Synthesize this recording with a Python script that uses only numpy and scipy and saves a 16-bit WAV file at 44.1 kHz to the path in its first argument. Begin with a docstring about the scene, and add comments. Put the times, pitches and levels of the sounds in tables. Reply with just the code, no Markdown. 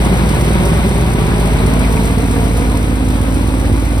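"""A loping thump and bark of unequal exhaust pulses: a tank's seven-cylinder radial engine idles in its bay.
Gas rasps after each firing, the valve gear ticks, hisses and snaps, loose metal clinks and pings.
The idle drops after a second. The listener backs slowly away over gravel, so the bounce off the ground
trails the direct sound less and less and shifts the colour."""
import sys
import numpy as np
from scipy import signal
from scipy.fft import rfft, irfft
from scipy.io import wavfile
from scipy.ndimage import uniform_filter1d, minimum_filter1d, map_coordinates

SR = 44100
rng = np.random.default_rng(int(sys.argv[2]) if len(sys.argv) > 2 else 0)


def store_wav(level_fs):
    """Save 16-bit WAV to argv[1]."""
    pcm = np.round(np.clip(np.atleast_2d(level_fs), -1, 1) * 32767)
    wavfile.write(sys.argv[1], SR, pcm.T.astype(np.int16))


N = 176400
TIME = np.arange(N) / SR


def undb(db):
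    """Decibels to gain."""
    return 10 ** (np.asarray(db) / 20)


def unit(x):
    """Scale to rms 1."""
    return x / np.sqrt(np.mean(x ** 2))


def curve(table, column=1):
    """One column of a time table as an automation curve."""
    rows = np.array(table, float)
    return np.interp(TIME, rows[:, 0], rows[:, column])


def colour(x, points):
    """Minimum-phase EQ through (frequency [Hz], gain [dB]) points."""
    rows, size = np.array(points, float), 2 * N
    hz = np.maximum(np.arange(N + 1) * SR / size, 1)
    db = np.interp(np.log(hz), np.log(rows[:, 0]), rows[:, 1])
    cepstrum = irfft(np.log(undb(db)))
    cepstrum[1:N] *= 2
    cepstrum[N + 1:] = 0
    return irfft(rfft(x, size) * np.exp(rfft(cepstrum)))[..., :N]


def band_unit(x, lo_hz, hi_hz):
    """Scale so that the centre of the stereo image has rms 1 within a band."""
    band = signal.butter(4, [lo_hz, hi_hz], "band", fs=SR, output="sos")
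    return x / np.std(signal.sosfilt(band, x.mean(axis=0)))


def ring(x, hz, width_hz, skirt_hz):
    """A narrow resonance, its skirts trimmed by a wider one; gain 1 at the centre."""
    for width in (width_hz, skirt_hz):
        x = signal.lfilter(*signal.iirpeak(hz, hz / width, fs=SR), x)
    return x


def decay(x, seconds):
    """Give every impulse an exponential tail."""
    return signal.lfilter([1], [1, -np.exp(-1 / (seconds * SR))], x)


def delay(x, ms):
    """Delay by a fixed or moving time."""
    return map_coordinates(x, [np.arange(N) - ms * SR / 1000], order=3, mode="mirror")


def place(x, lead_ms, pan_db):
    """Pan by time and level; positive values pull left."""
    return np.array([x * undb(pan_db / 2), delay(x, lead_ms) * undb(-pan_db / 2)])


def flicker(per_s, depth_db):
    """A gain that wavers at random around 1."""
    hold = int(SR / per_s)
    steps = np.repeat(rng.standard_normal(N // hold + 2), hold)
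    return undb(depth_db * unit(uniform_filter1d(steps, hold)[:N]))


def impulses(times, sizes):
    """Impulses shared between neighbouring samples."""
    keep = (times > 0) & (times < (N - 2) / SR)
    at, sizes = times[keep] * SR, sizes[keep]
    i = at.astype(int)
    return np.bincount(i, sizes * (1 - at + i), N) + np.bincount(i + 1, sizes * (at - i), N)


def random_hits(per_s, spread_db, max_db):
    """Impulses at random times, most soft and a few hard."""
    struck = rng.random(N) < per_s / SR
    return struck * undb(np.minimum(spread_db * rng.exponential(size=N), max_db))


# Looseness of the engine's timing (time [s], spread [ms])
TIMING_SLOP = [(0, 0.79), (1.1, 0.59), (1.4, 0.25), (4, 0.16)]
def strokes(crank, lag, db, scatter_db):
    """One hit each engine cycle, lag firing intervals in, a little uneven in time and strength."""
    cycles = np.arange(40)
    slip, accent = rng.standard_normal((len(cycles), 2)).T
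    times = np.interp(lag + len(FIRING_ORDER) * cycles, crank, TIME, left=-1, right=-1)
    spread_s = np.interp(times, TIME, curve(TIMING_SLOP)) / 1000
    return impulses(times + spread_s * slip, undb(db + scatter_db * accent))


# The lope, one row a cylinder (thump lag [firing intervals], thump level [dB],
# bark lag [firing intervals], bark level [dB], bark trim at fast idle [dB])
FIRING_ORDER = [(.25, -2.5, 0.2, -4, 1.5), (1.24, -0.5, 1.23, -3, -1.5), (2.25, -0.5, 2.5, -8, -1),
                (3.53, 0.5, 3.5, -2, -1.5), (4.35, -1.5, 4, -2.5, 1), (5.27, -3, 5.5, 0, -7.5),
                (6.42, -3.5, 6.5, -1, -2)]
# Crossfade out of the fast idle as the engine settles (time [s], share [0-1])
FAST_IDLE_MIX = [(1.05, 1), (1.2, 0)]
def firings(crank, scatter_db=2.5):
    """Each cylinder triggers a thump and a bark with its own timing and weight, so the idle lopes."""
    fast = curve(FAST_IDLE_MIX)
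    thumps = sum(strokes(crank, lag, db, scatter_db) for lag, db, *_ in FIRING_ORDER)
    barks = sum(strokes(crank, lag, db, scatter_db) * undb(trim_db * fast)
                for _, _, lag, db, trim_db in FIRING_ORDER)
    return thumps, barks


# Lag of the ground bounce as the listener backs away (time [s], delay [ms])
GROUND_DELAY = [(0, 5.42), (1, 5.33), (1.8, 4.625), (2.5, 4.17), (3.2, 3.76), (4, 3.39)]
def ground(x, bounce):
    """Direct sound plus its bounce off the gravel: a slowly sweeping comb filter."""
    return x + bounce * delay(x, curve(GROUND_DELAY))


# Tone of a thump through the mufflers (frequency [Hz], gain [dB])
MUFFLER_EQ = [(10, -53), (25, -31.5), (45, -14.5), (70, 1), (100, 7), (150, 0), (220, -7), (300, -13),
              (430, -12.5), (600, -28.5), (1000, -46.5), (2500, -61), (9000, -110)]
# Fader rides as the listener moves (time [s], boom [dB], pipes [dB], rasp and clinks [dB])
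FADERS = [(0, -14, -15, -26), (.3, -14.5, -16, -27), (.78, -14.5, -15.5, -26.5), (1.0, -16.5, -15.5, -28.5),
          (1.2, -16, -14.5, -27.5), (1.7, -14, -12.5, -27), (2.2, -15, -13.5, -29.5), (2.65, -14, -15, -30),
          (2.92, -16.5, -14.5, -31.5), (3.25, -15, -16, -31), (4, -14.5, -16, -32)]
# Balance of the exhaust (time [s], left minus right [dB])
EXHAUST_BALANCE = [(0, -1.6), (4, -2.5)]
def exhaust(crank, thumps, barks):
    """Pulses thump through the mufflers and ring two pipe resonances; the firing rate booms beneath."""
    high, low = (unit(ring(barks, hz, width_hz=55, skirt_hz=hz)) for hz in (256, 190))
    low_db = -1.5 + 9 * curve(FAST_IDLE_MIX)  # the low resonance takes over at fast idle
    bark = undb(-7.5) * unit(high + undb(low_db) * low)
    thump = unit(colour(thumps, MUFFLER_EQ))
    pipes = ground(-thump - bark, bounce=0.52)
    pipes = band_unit(pipes[None], lo_hz=74, hi_hz=477)[0] * undb(curve(FADERS, column=2))
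    boom = unit(np.cos(2 * np.pi * crank)) * undb(curve(FADERS, column=1) + 1)
    return place(pipes + boom, lead_ms=0.26, pan_db=curve(EXHAUST_BALANCE))


# Tone of the rushing gas (frequency [Hz], gain [dB])
GAS_EQ = [(15, -13), (60, 16), (150, 7.5), (350, 4.5), (520, 2), (720, 0), (960, -2), (1300, -7),
          (1800, -10), (2300, -8.5), (2750, -14), (3500, -15.5), (4500, -20.5), (7000, -45)]
def rasp(barks, fan_floor=7):
    """Turbulent gas puffs after each firing, over the rush of the cooling fan; part arrives diffusely."""
    puffs = unit(decay(barks, seconds=0.006))
    envelope = (fan_floor + puffs) * flicker(per_s=24, depth_db=.35)
    noise = rng.standard_normal((3, N)) * envelope
    direct = place(ground(noise[0], bounce=.3), lead_ms=0.2, pan_db=5)  # gravel scatters the higher sound
    diffuse = .55 * colour(noise[1:], [(150, -12), (500, -0.5), (1200, 6)])
    gas = band_unit(colour(direct + diffuse, GAS_EQ), lo_hz=622, hi_hz=2490)
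    return gas * undb(curve(FADERS, column=3) + 1)


# Bright tone of the valve gear (frequency [Hz], gain [dB])
VALVE_EQ = [(1000, -13), (2700, -5.5), (4000, -5.5), (5000, -5), (6000, -1), (7000, -10), (8200, 3.5),
            (9100, 0), (10000, 1), (11500, -5.5), (12500, -8), (14000, -7), (15200, -16)]
# Fader ride on its sizzle (time [s], level [dB])
SIZZLE_FADER = [(0, -32), (.75, -32.3), (1.05, -33.8), (1.7, -32.5), (2.3, -33.5), (2.75, -34.3),
                (2.92, -36.3), (3.3, -35.8), (3.7, -34.8), (4, -36)]
def valve_gear(crank, lag=0.61, swell_s=0.0043, hiss_floor=1.05, loud_tappet_db=8.5):
    """Rockers sizzle once a firing, with fine ticks and a few snaps; the third tappet stands out."""
    hits = sum(strokes(crank, k + lag, loud_tappet_db * (k == 2), scatter_db=2)
               for k in range(len(FIRING_ORDER)))
    swells = unit(decay(decay(hits, swell_s), swell_s))
    envelope = (hiss_floor + .5 * swells) * flicker(per_s=16, depth_db=.7)
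    noise = rng.standard_normal((3, N))
    ticks = random_hits(per_s=1300, spread_db=6, max_db=36)
    grain = np.hypot(1, undb(-14) * unit(decay(ticks, seconds=0.0011)))
    sizzle = unit(envelope * grain) * undb(curve(SIZZLE_FADER) - 1)
    air = place(noise[0], lead_ms=-.217, pan_db=.3) + .22 * noise[1:]  # direct plus diffuse
    hiss = band_unit(colour(air, VALVE_EQ), lo_hz=2980, hi_hz=14300)
    return hiss * np.hypot(sizzle, valve_snaps())


# Modes of the rocker boxes and pipework (frequency [Hz], level [dB], width [Hz])
METAL_MODES = [(860, 4, 70), (950, 7, 50), (1220, 1, 25), (1500, -2, 35), (1700, -4, 40), (2062, -1.5, 20),
               (2240, -.5, 35), (2380, -.5, 35), (2540, -3, 30), (3000, -11, 60), (3560, -6.5, 50),
               (3850, -5, 90), (4080, -4, 90)]
def clinks(crank, busiest_lag=5):
    """Loose metal chatters at random, most busily at one place in each engine cycle."""
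    per_s = 40 * (1 + 0.66 * np.cos(2 * np.pi * (crank - busiest_lag) / len(FIRING_ORDER)))
    metal = 0
    for hz, db, width_hz in METAL_MODES:
        knocks = random_hits(per_s, spread_db=3, max_db=9)
        metal += undb(db) * unit(ring(knocks, hz, width_hz, skirt_hz=hz / 4))
    return unit(engine_bay(metal)) * undb(curve(FADERS, column=3) - 7)


def engine_bay(x, t60_s=0.024, wet_db=-0.5):
    """Direct sound plus dense short reflections between the steel walls, different for each ear."""
    t = TIME[:SR // 5]
    tails = rng.standard_normal((2, len(t))) * np.exp(-np.log(1000) * t / t60_s)
    walls = np.array([signal.fftconvolve(x, tail / np.linalg.norm(tail))[:N] for tail in tails])
    return place(x, lead_ms=.08, pan_db=.3) + undb(wet_db) * walls


# Accents on the metalwork (time [s], strength [dB], centre of the modes struck [Hz])
HARD_KNOCKS = [(.194, -25, 1750), (.349, -25, 1700), (.569, -22, 1500), (.909, -24, 1500),
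               (1.314, -22, 1650), (1.841, -20, 2060), (1.968, -19, 2250), (2.097, -26, 1900),
               (2.357, -25, 1640), (2.62, -25, 2100), (2.719, -27, 2150), (3.182, -28, 1520),
               (3.641, -29, 1600)]
def pings(reach_octaves=.25):
    """Harder knocks ring the same metal; where each lands decides which modes speak."""
    times, db, centre_hz = np.array(HARD_KNOCKS).T
    shares = np.array([undb(mode_db) * np.exp(-(np.log2(hz / centre_hz) / reach_octaves) ** 2)
                       for hz, mode_db, _ in METAL_MODES])
    sizes = shares / np.linalg.norm(shares, axis=0) * undb(db)
    metal = 0
    for size, (hz, _, width_hz) in zip(sizes, METAL_MODES):
        makeup = SR / (2 * np.pi * width_hz)  # a narrow mode takes little from one impulse
        metal += makeup * ring(impulses(times, size), hz, width_hz, skirt_hz=hz / 4)
    return engine_bay(metal)


# Sharp accents in the valve gear (time [s], strength [dB])
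SNAP_CUES = [(1.134, -26), (1.4735, -22), (1.6647, -21), (1.737, -17), (2.3126, -20), (2.7721, -17)]
def valve_snaps():
    """The valve gear snaps: an envelope that kicks its hiss open and dies at once."""
    times, db = np.array(SNAP_CUES).T
    return decay(impulses(times, undb(db - 7)), seconds=.003)


# Tempo of the idle (time [s], firing rate [Hz])
FIRING_RATE = [(0.0, 55.46), (0.25, 59.01), (0.5, 57.61), (0.78, 58.93), (1.08, 57.7), (1.2, 52.14),
               (1.65, 53.57), (2.5, 54.36), (3.2, 54.33), (4.0, 55.56)]
def scene():
    """The crank drives exhaust, gas and valve gear; the metalwork chatters along."""
    crank = np.cumsum(curve(FIRING_RATE)) / SR  # position in firing intervals
    thumps, barks = firings(crank)
    return exhaust(crank, thumps, barks) + rasp(barks) + valve_gear(crank) + clinks(crank) + pings()


def record(dry):
    """A fast limiter holds the highest peaks; a steep low-pass cuts the top."""
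    ceiling, window, top_hz = .94, SR // 100, 15400
    peaks = np.maximum(np.abs(dry).max(axis=0), 1e-6)
    gain = uniform_filter1d(minimum_filter1d(np.minimum(1, ceiling / peaks), window), window)
    fade_in = np.minimum(np.arange(N) / 100, 1)
    return signal.sosfilt(signal.ellip(8, .2, 70, top_hz, fs=SR, output="sos"), dry * gain * fade_in)


dry = scene()
out = record(dry)
store_wav(out)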